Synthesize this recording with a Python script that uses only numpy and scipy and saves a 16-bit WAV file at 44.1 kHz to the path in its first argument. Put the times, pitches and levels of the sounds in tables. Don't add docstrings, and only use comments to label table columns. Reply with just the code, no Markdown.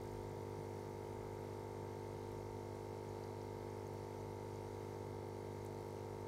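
import sys
import numpy as np
from scipy import signal
from scipy.fft import rfft, irfft, next_fast_len
from scipy.io import wavfile
from scipy.ndimage import uniform_filter1d, map_coordinates

SR = 44100
rng = np.random.default_rng(int(sys.argv[2]) if len(sys.argv) > 2 else 0)


def dump(signal):
    limited = np.clip(np.atleast_2d(signal).T, -1, 1)
    pcm = np.round(limited * 32767).astype(np.int16)
    wavfile.write(sys.argv[1], SR, pcm)


def convert_level_to_amplitude(level_db):
    exponent = np.asarray(level_db, float) / 20
    return 10 ** exponent


N = 276546
TIME_S = np.arange(N) / SR
BLIP_S = np.arange(SR // 10) / SR


def unit(x):
    return x / np.sqrt(np.mean(x ** 2) + 1e-20)


def wobble(rate):
    at = np.arange(0, N + 64, 64)
    knots = rng.standard_normal(int(N * rate / SR) + 4)
    return np.interp(np.arange(N), at, map_coordinates(knots, [at * rate / SR]))


def trend(db, db_per_s):
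    return convert_level_to_amplitude(db + db_per_s * (np.arange(N) - N / 2) / SR)


def rush(spectrum, patchy_db):
    z = signal.stft(rng.standard_normal(N + 1024), nperseg=512)[2]
    field = uniform_filter1d(rng.standard_normal(z.shape), size=6, axis=0)
    field = uniform_filter1d(field, size=10, axis=1)
    white = signal.istft(z * convert_level_to_amplitude(patchy_db * unit(field)), nperseg=512)[1][:N]
    f, db = np.transpose(spectrum)
    m = next_fast_len(N)
    hz = np.fft.rfftfreq(m, 1 / SR)
    colour = convert_level_to_amplitude(np.interp(np.log(hz + 1), np.log(f), db, -120, -120))
    return unit(irfft(rfft(white, m) * colour, m)[:N])


def add_blip(out, start_s, sound):
    out[round(start_s * SR):][:len(sound)] += sound


MAINS_HZ, SAG_HZ_PER_S = 50.018, .0019


def mains_cycles():
    return (MAINS_HZ - SAG_HZ_PER_S * TIME_S / 2) * TIME_S


# f/multiple of mains, level/dB rms
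HOUSING_TONES = [(1, -73), (2, -53.9), (3, -61.4), (4, -66), (5, -60.2), (6, -77.5), (7, -56.6), (8, -55.9),
                 (9, -55.8), (10, -60.7), (11, -69.1), (12, -76), (13, -69.8),
                 (14, -74), (15, -69.5), (16, -74), (17, -64.6), (18, -62.2), (19, -64.2), (20, -82),
             (21, -79.4), (22, -75.5), (23, -82.6), (24, -76.3), (26, -77.4), (27, -82), (28, -83)]
GLASS_TONES = [(30, -84.4), (32, -79), (35, -83.8), (39, -85.4), (40, -80.7), (41, -86), (42, -76.7),
               (43, -77.8), (44, -87), (47, -86.3), (51, -94), (52, -93.6)]
PUSHES = [
    (2, .37, -1, 0),
    (5, .506, -1, .1),
    (7, .506, -1, 0),
    (12, .506, -1, .09),
    (15, .605, -1, .08),
    (20, .221, 1, .125),
    (28, .0065, 1, .1),
    (39, .381, 1, 0),
    (60, .4995, 1, 0),
]


def hum(cycles):
    out = np.zeros(N)
    since = {top: cycles - place + .0006 * wobble(.7) for top, place, *_ in PUSHES}
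    force = {top: way * convert_level_to_amplitude(.25 * wobble(3)) for top, _, way, _ in PUSHES}
    for k, db in HOUSING_TONES + GLASS_TONES:
        top, *_, lag = next(p for p in PUSHES if k <= p[0])
        turns = k * since[top] - lag * (k % 2)
        out += np.sqrt(2) * convert_level_to_amplitude(db) * force[top] * np.cos(2 * np.pi * turns)
    return out


# f/multiple of mains, level/dB rms
WHINE_TONES = [(62, -94), (63, -91), (68, -93), (75, -90), (77, -90), (78, -89.5), (88, -90), (89, -90),
               (90, -89), (91, -91), (96, -90), (105, -90), (110, -93), (141, -96)]


def whine(cycles):
    out = np.zeros(N)
    for k, db in WHINE_TONES:
        phase = 2 * np.pi * (k * cycles + rng.random()) + 0.73 * wobble(1.52)
        level = convert_level_to_amplitude(db + 0.5 * wobble(0.93) + 0.74 * wobble(3.44))
        out += np.sqrt(2) * level * np.cos(phase)
    return out


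BUZZ_ORDERS = (29, 112)
BUZZ_DB, BUZZ_FALL_DB, BUZZ_SCATTER_DB = -91.5, 6.5, 2.5


def buzz(cycles):
    size = 2048
    k = np.arange(size // 2 + 1)
    fall_db = BUZZ_FALL_DB * np.log2((k + 1) / BUZZ_ORDERS[0])
    level = convert_level_to_amplitude(BUZZ_DB - fall_db + BUZZ_SCATTER_DB * rng.standard_normal(len(k)))
    taken = [order for order, _ in GLASS_TONES + WHINE_TONES]
    level *= (k >= BUZZ_ORDERS[0]) & (k <= BUZZ_ORDERS[1]) & ~np.isin(k, taken)
    phases = np.exp(2j * np.pi * rng.random((3, len(k))))
    shapes = irfft(level * phases) * size / np.sqrt(2)
    place = np.arange(size) / size
    steady, *creeping = [np.interp(cycles % 1, place, s, period=1) for s in shapes]
    return steady + sum(0.21 * wobble(0.99) * c for c in creeping)


# place/cycle, f/Hz, time to fall 60 dB/s, level/dB midway, trend/dB per s
TICKS = [
    (.035, 4570, .010, -66.5, -.2),
    (.375, 5200, .005, -69, -.6),
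    (.45, 3900, .009, -65.5, .2),
    (.47, 4480, .008, -70.5, 1.5),
    (.41, 9000, .007, -72, -.4),
    (.77, 6000, .005, -70, -1.5),
    (.77, 7050, .006, -71, -1),
    (.77, 8300, .007, -72, .3),
    (.77, 12600, .006, -80, -1.6),
    (.94, 5750, .005, -62, -.3),
]


def rattle(cycles):
    out = np.zeros(N)
    for place, hz, t60, db, db_per_s in TICKS:
        t = (cycles - place + .0015 * wobble(1.2)) % 1 / 50
        creep = 1 + .015 * wobble(.7)
        ring = np.sin(2 * np.pi * hz * creep * t) * convert_level_to_amplitude(-60 * t / t60) * (1 - np.exp(-t / 0.000068))
        strength = convert_level_to_amplitude(1.8 * wobble(4) + 1.5 * wobble(40))
        out += trend(db, db_per_s) * strength * ring
    return out


# place/cycle, level/dB midway, trend/dB per s
PUFFS = [
    (.38, -78, 1.5),
    (.775, -74.5, -2.7),
]
PUFF_T60_S = 0.017


def valve(cycles):
    gate = np.zeros(N)
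    for place, db, db_per_s in PUFFS:
        t = (cycles - place) % 1 / 50
        gate += trend(db, db_per_s) * convert_level_to_amplitude(2.6 * wobble(3.3) - 60 * t / PUFF_T60_S)
    hiss = rush([(4000, -8), (7000, 10), (9700, 3.0), (10400, -9), (11300, 6), (15800, 4)], patchy_db=0.5)
    return gate * hiss


DRONE_HZ, DRONE_DB, DRONE_WAVER_DB = 47.3, -69, 3
# t/s, level/dB
CATCHES = [
    (.16, -58),
    (1.2, -62),
    (2.3, -65),
]
CATCH_S = 0.12


def rotor():
    level = convert_level_to_amplitude(DRONE_DB + DRONE_WAVER_DB * wobble(3))
    for s, db in CATCHES:
        level += convert_level_to_amplitude(db) * np.exp(-((TIME_S - s) / CATCH_S) ** 2)
    return level * np.sin(2 * np.pi * DRONE_HZ * TIME_S + 0.55 * wobble(2.5))


# t/s, peak level/dB, f/Hz, time to fall 60 dB/s
BUMP = (.5848, -37.5, 150, .08)


def bump():
    out = np.zeros(N + SR)
    s, db, hz, t60 = BUMP
    envelope = convert_level_to_amplitude(db - 60 * BLIP_S / t60) * (1 - np.exp(-BLIP_S / 0.0066))
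    add_blip(out, s, envelope * np.sin(2 * np.pi * hz * BLIP_S))
    return out[:N]


# t/s, peak level/dB, f/Hz
BUBBLES = [
    (2.1824, -59, 6460),
    (3.0899, -54, 6550),
    (3.7015, -53, 6350),
    (3.8671, -50, 6300),
    (4.558, -53, 6800),
    (5.6196, -57, 6340),
]
BUBBLE_T60_S = 0.011
FIZZ_COUNT = 45
FIZZ_DB, FIZZ_SCATTER_DB, FIZZ_LOW_HZ, FIZZ_HIGH_HZ = -63, 1.3, 4800, 7200


def bubbles():
    out = np.zeros(N + SR)
    when, size, pitch = rng.random((FIZZ_COUNT, 3)).T
    fizz_db = FIZZ_DB - FIZZ_SCATTER_DB * np.log(size)
    fizz_hz = FIZZ_LOW_HZ + (FIZZ_HIGH_HZ - FIZZ_LOW_HZ) * pitch
    for s, db, hz in [*BUBBLES, *zip(when * N / SR, fizz_db, fizz_hz)]:
        ring = np.sin(2 * np.pi * hz * BLIP_S * (1 + 4 * BLIP_S))
        envelope = convert_level_to_amplitude(db - 60 * BLIP_S / BUBBLE_T60_S) * (1 - np.exp(-BLIP_S / 0.00042))
        add_blip(out, s, envelope * ring)
    return out[:N]


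# t/s, peak level/dB, centre f/Hz
SNAPS = [(2.3176, -62, 11000), (3.238, -54, 4900), (3.4151, -57, 5200), (3.8744, -62, 14000),
         (3.9374, -61, 14000), (4.5411, -61, 6500), (5.2864, -65, 12500), (5.6486, -55.5, 13000),
         (5.6625, -56, 8200), (5.8127, -64.5, 12000), (5.8825, -61, 12500), (6.2068, -66, 11600)]
SNAP_WIDTH, SNAP_T60_S = .22, .02


def snaps():
    out = np.zeros(N + SR)
    f = np.fft.rfftfreq(len(BLIP_S), 1 / SR)
    for s, db, hz in SNAPS:
        band = np.exp(-.5 * ((f / hz - 1) / SNAP_WIDTH) ** 2)
        noise = unit(irfft(rfft(rng.standard_normal(len(BLIP_S))) * band, len(BLIP_S)))
        add_blip(out, s, convert_level_to_amplitude(db - 3.0 - 60 * BLIP_S / SNAP_T60_S) * noise)
    return out[:N]


# t/s, level/dB rms
STIRS = [
    (0, -80),
    (1.3, -73),
]
STIR_RISE_DB, STIR_FALL_DB = 24, 20
WHISTLE_DB, WHISTLE_FALL_DB = -92, 2.5


def trickle():
    stir = rush([(1000, -30), (1200, 3), (1700, -10), (3000, -24)], patchy_db=2.5)
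    whistle = rush([(12300, 5), (12680, -6), (13000, -12)], patchy_db=4.0)
    level = np.zeros(N)
    for s, db in STIRS:
        level += convert_level_to_amplitude(db - np.maximum(STIR_RISE_DB * (s - TIME_S), STIR_FALL_DB * (TIME_S - s)))
    return level * stir + convert_level_to_amplitude(WHISTLE_DB - WHISTLE_FALL_DB * TIME_S) * whistle


# f/Hz, level/dB
RUMBLE = [(20, -21), (40, -9), (62, -6), (78, -3), (125, -2), (140, 0), (185, -11.5), (230, -6), (280, -9),
          (330, -11.5), (375, -28)]
BODY = [(335, -6.5), (375, 0), (430, -1), (505, -5), (530, 2.5), (578, -6.5), (610, 1.5), (645, -1),
        (680, -8.5), (720, -3), (870, -7), (912, -2.5), (985, -10.5), (1250, -19.5)]
HISS = [(900, -13), (1100, 10.5), (2300, 5), (2780, -1.5), (3900, 1.5), (4900, -1), (6300, 1.5),
        (7700, -3.5), (8300, -1.5), (9900, -4.5), (10400, -6.5), (11300, -5), (13000, -7), (15800, -12)]


def water_and_room():
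    low = convert_level_to_amplitude(-61 + .3 * wobble(4.4)) * rush(RUMBLE, patchy_db=.8)
    body = convert_level_to_amplitude(-60.3 + .4 * wobble(6)) * rush(BODY, patchy_db=.4)
    high = convert_level_to_amplitude(-68 + .3 * wobble(5.4)) * rush(HISS, patchy_db=1.0)
    return low + body + high


def scene():
    cycles = mains_cycles()
    pump = hum(cycles) + whine(cycles) + buzz(cycles) + rattle(cycles) + valve(cycles) + rotor()
    water = bump() + bubbles() + snaps() + trickle()
    return (pump + water + water_and_room())[None]


def band_limit(x):
    return signal.sosfilt(signal.butter(12, 15750, fs=SR, output="sos"), x)


def record(dry):
    x = dry * (1 - np.exp(-TIME_S / 0.00038))
    m = next_fast_len(N + SR // 10)
    passed = np.fft.rfftfreq(m, 1 / SR) < 15800
    mix = irfft(rfft(x, m) * passed, m)[:, :N]
    return band_limit(mix)


dry = scene()
out = record(dry)
dump(out)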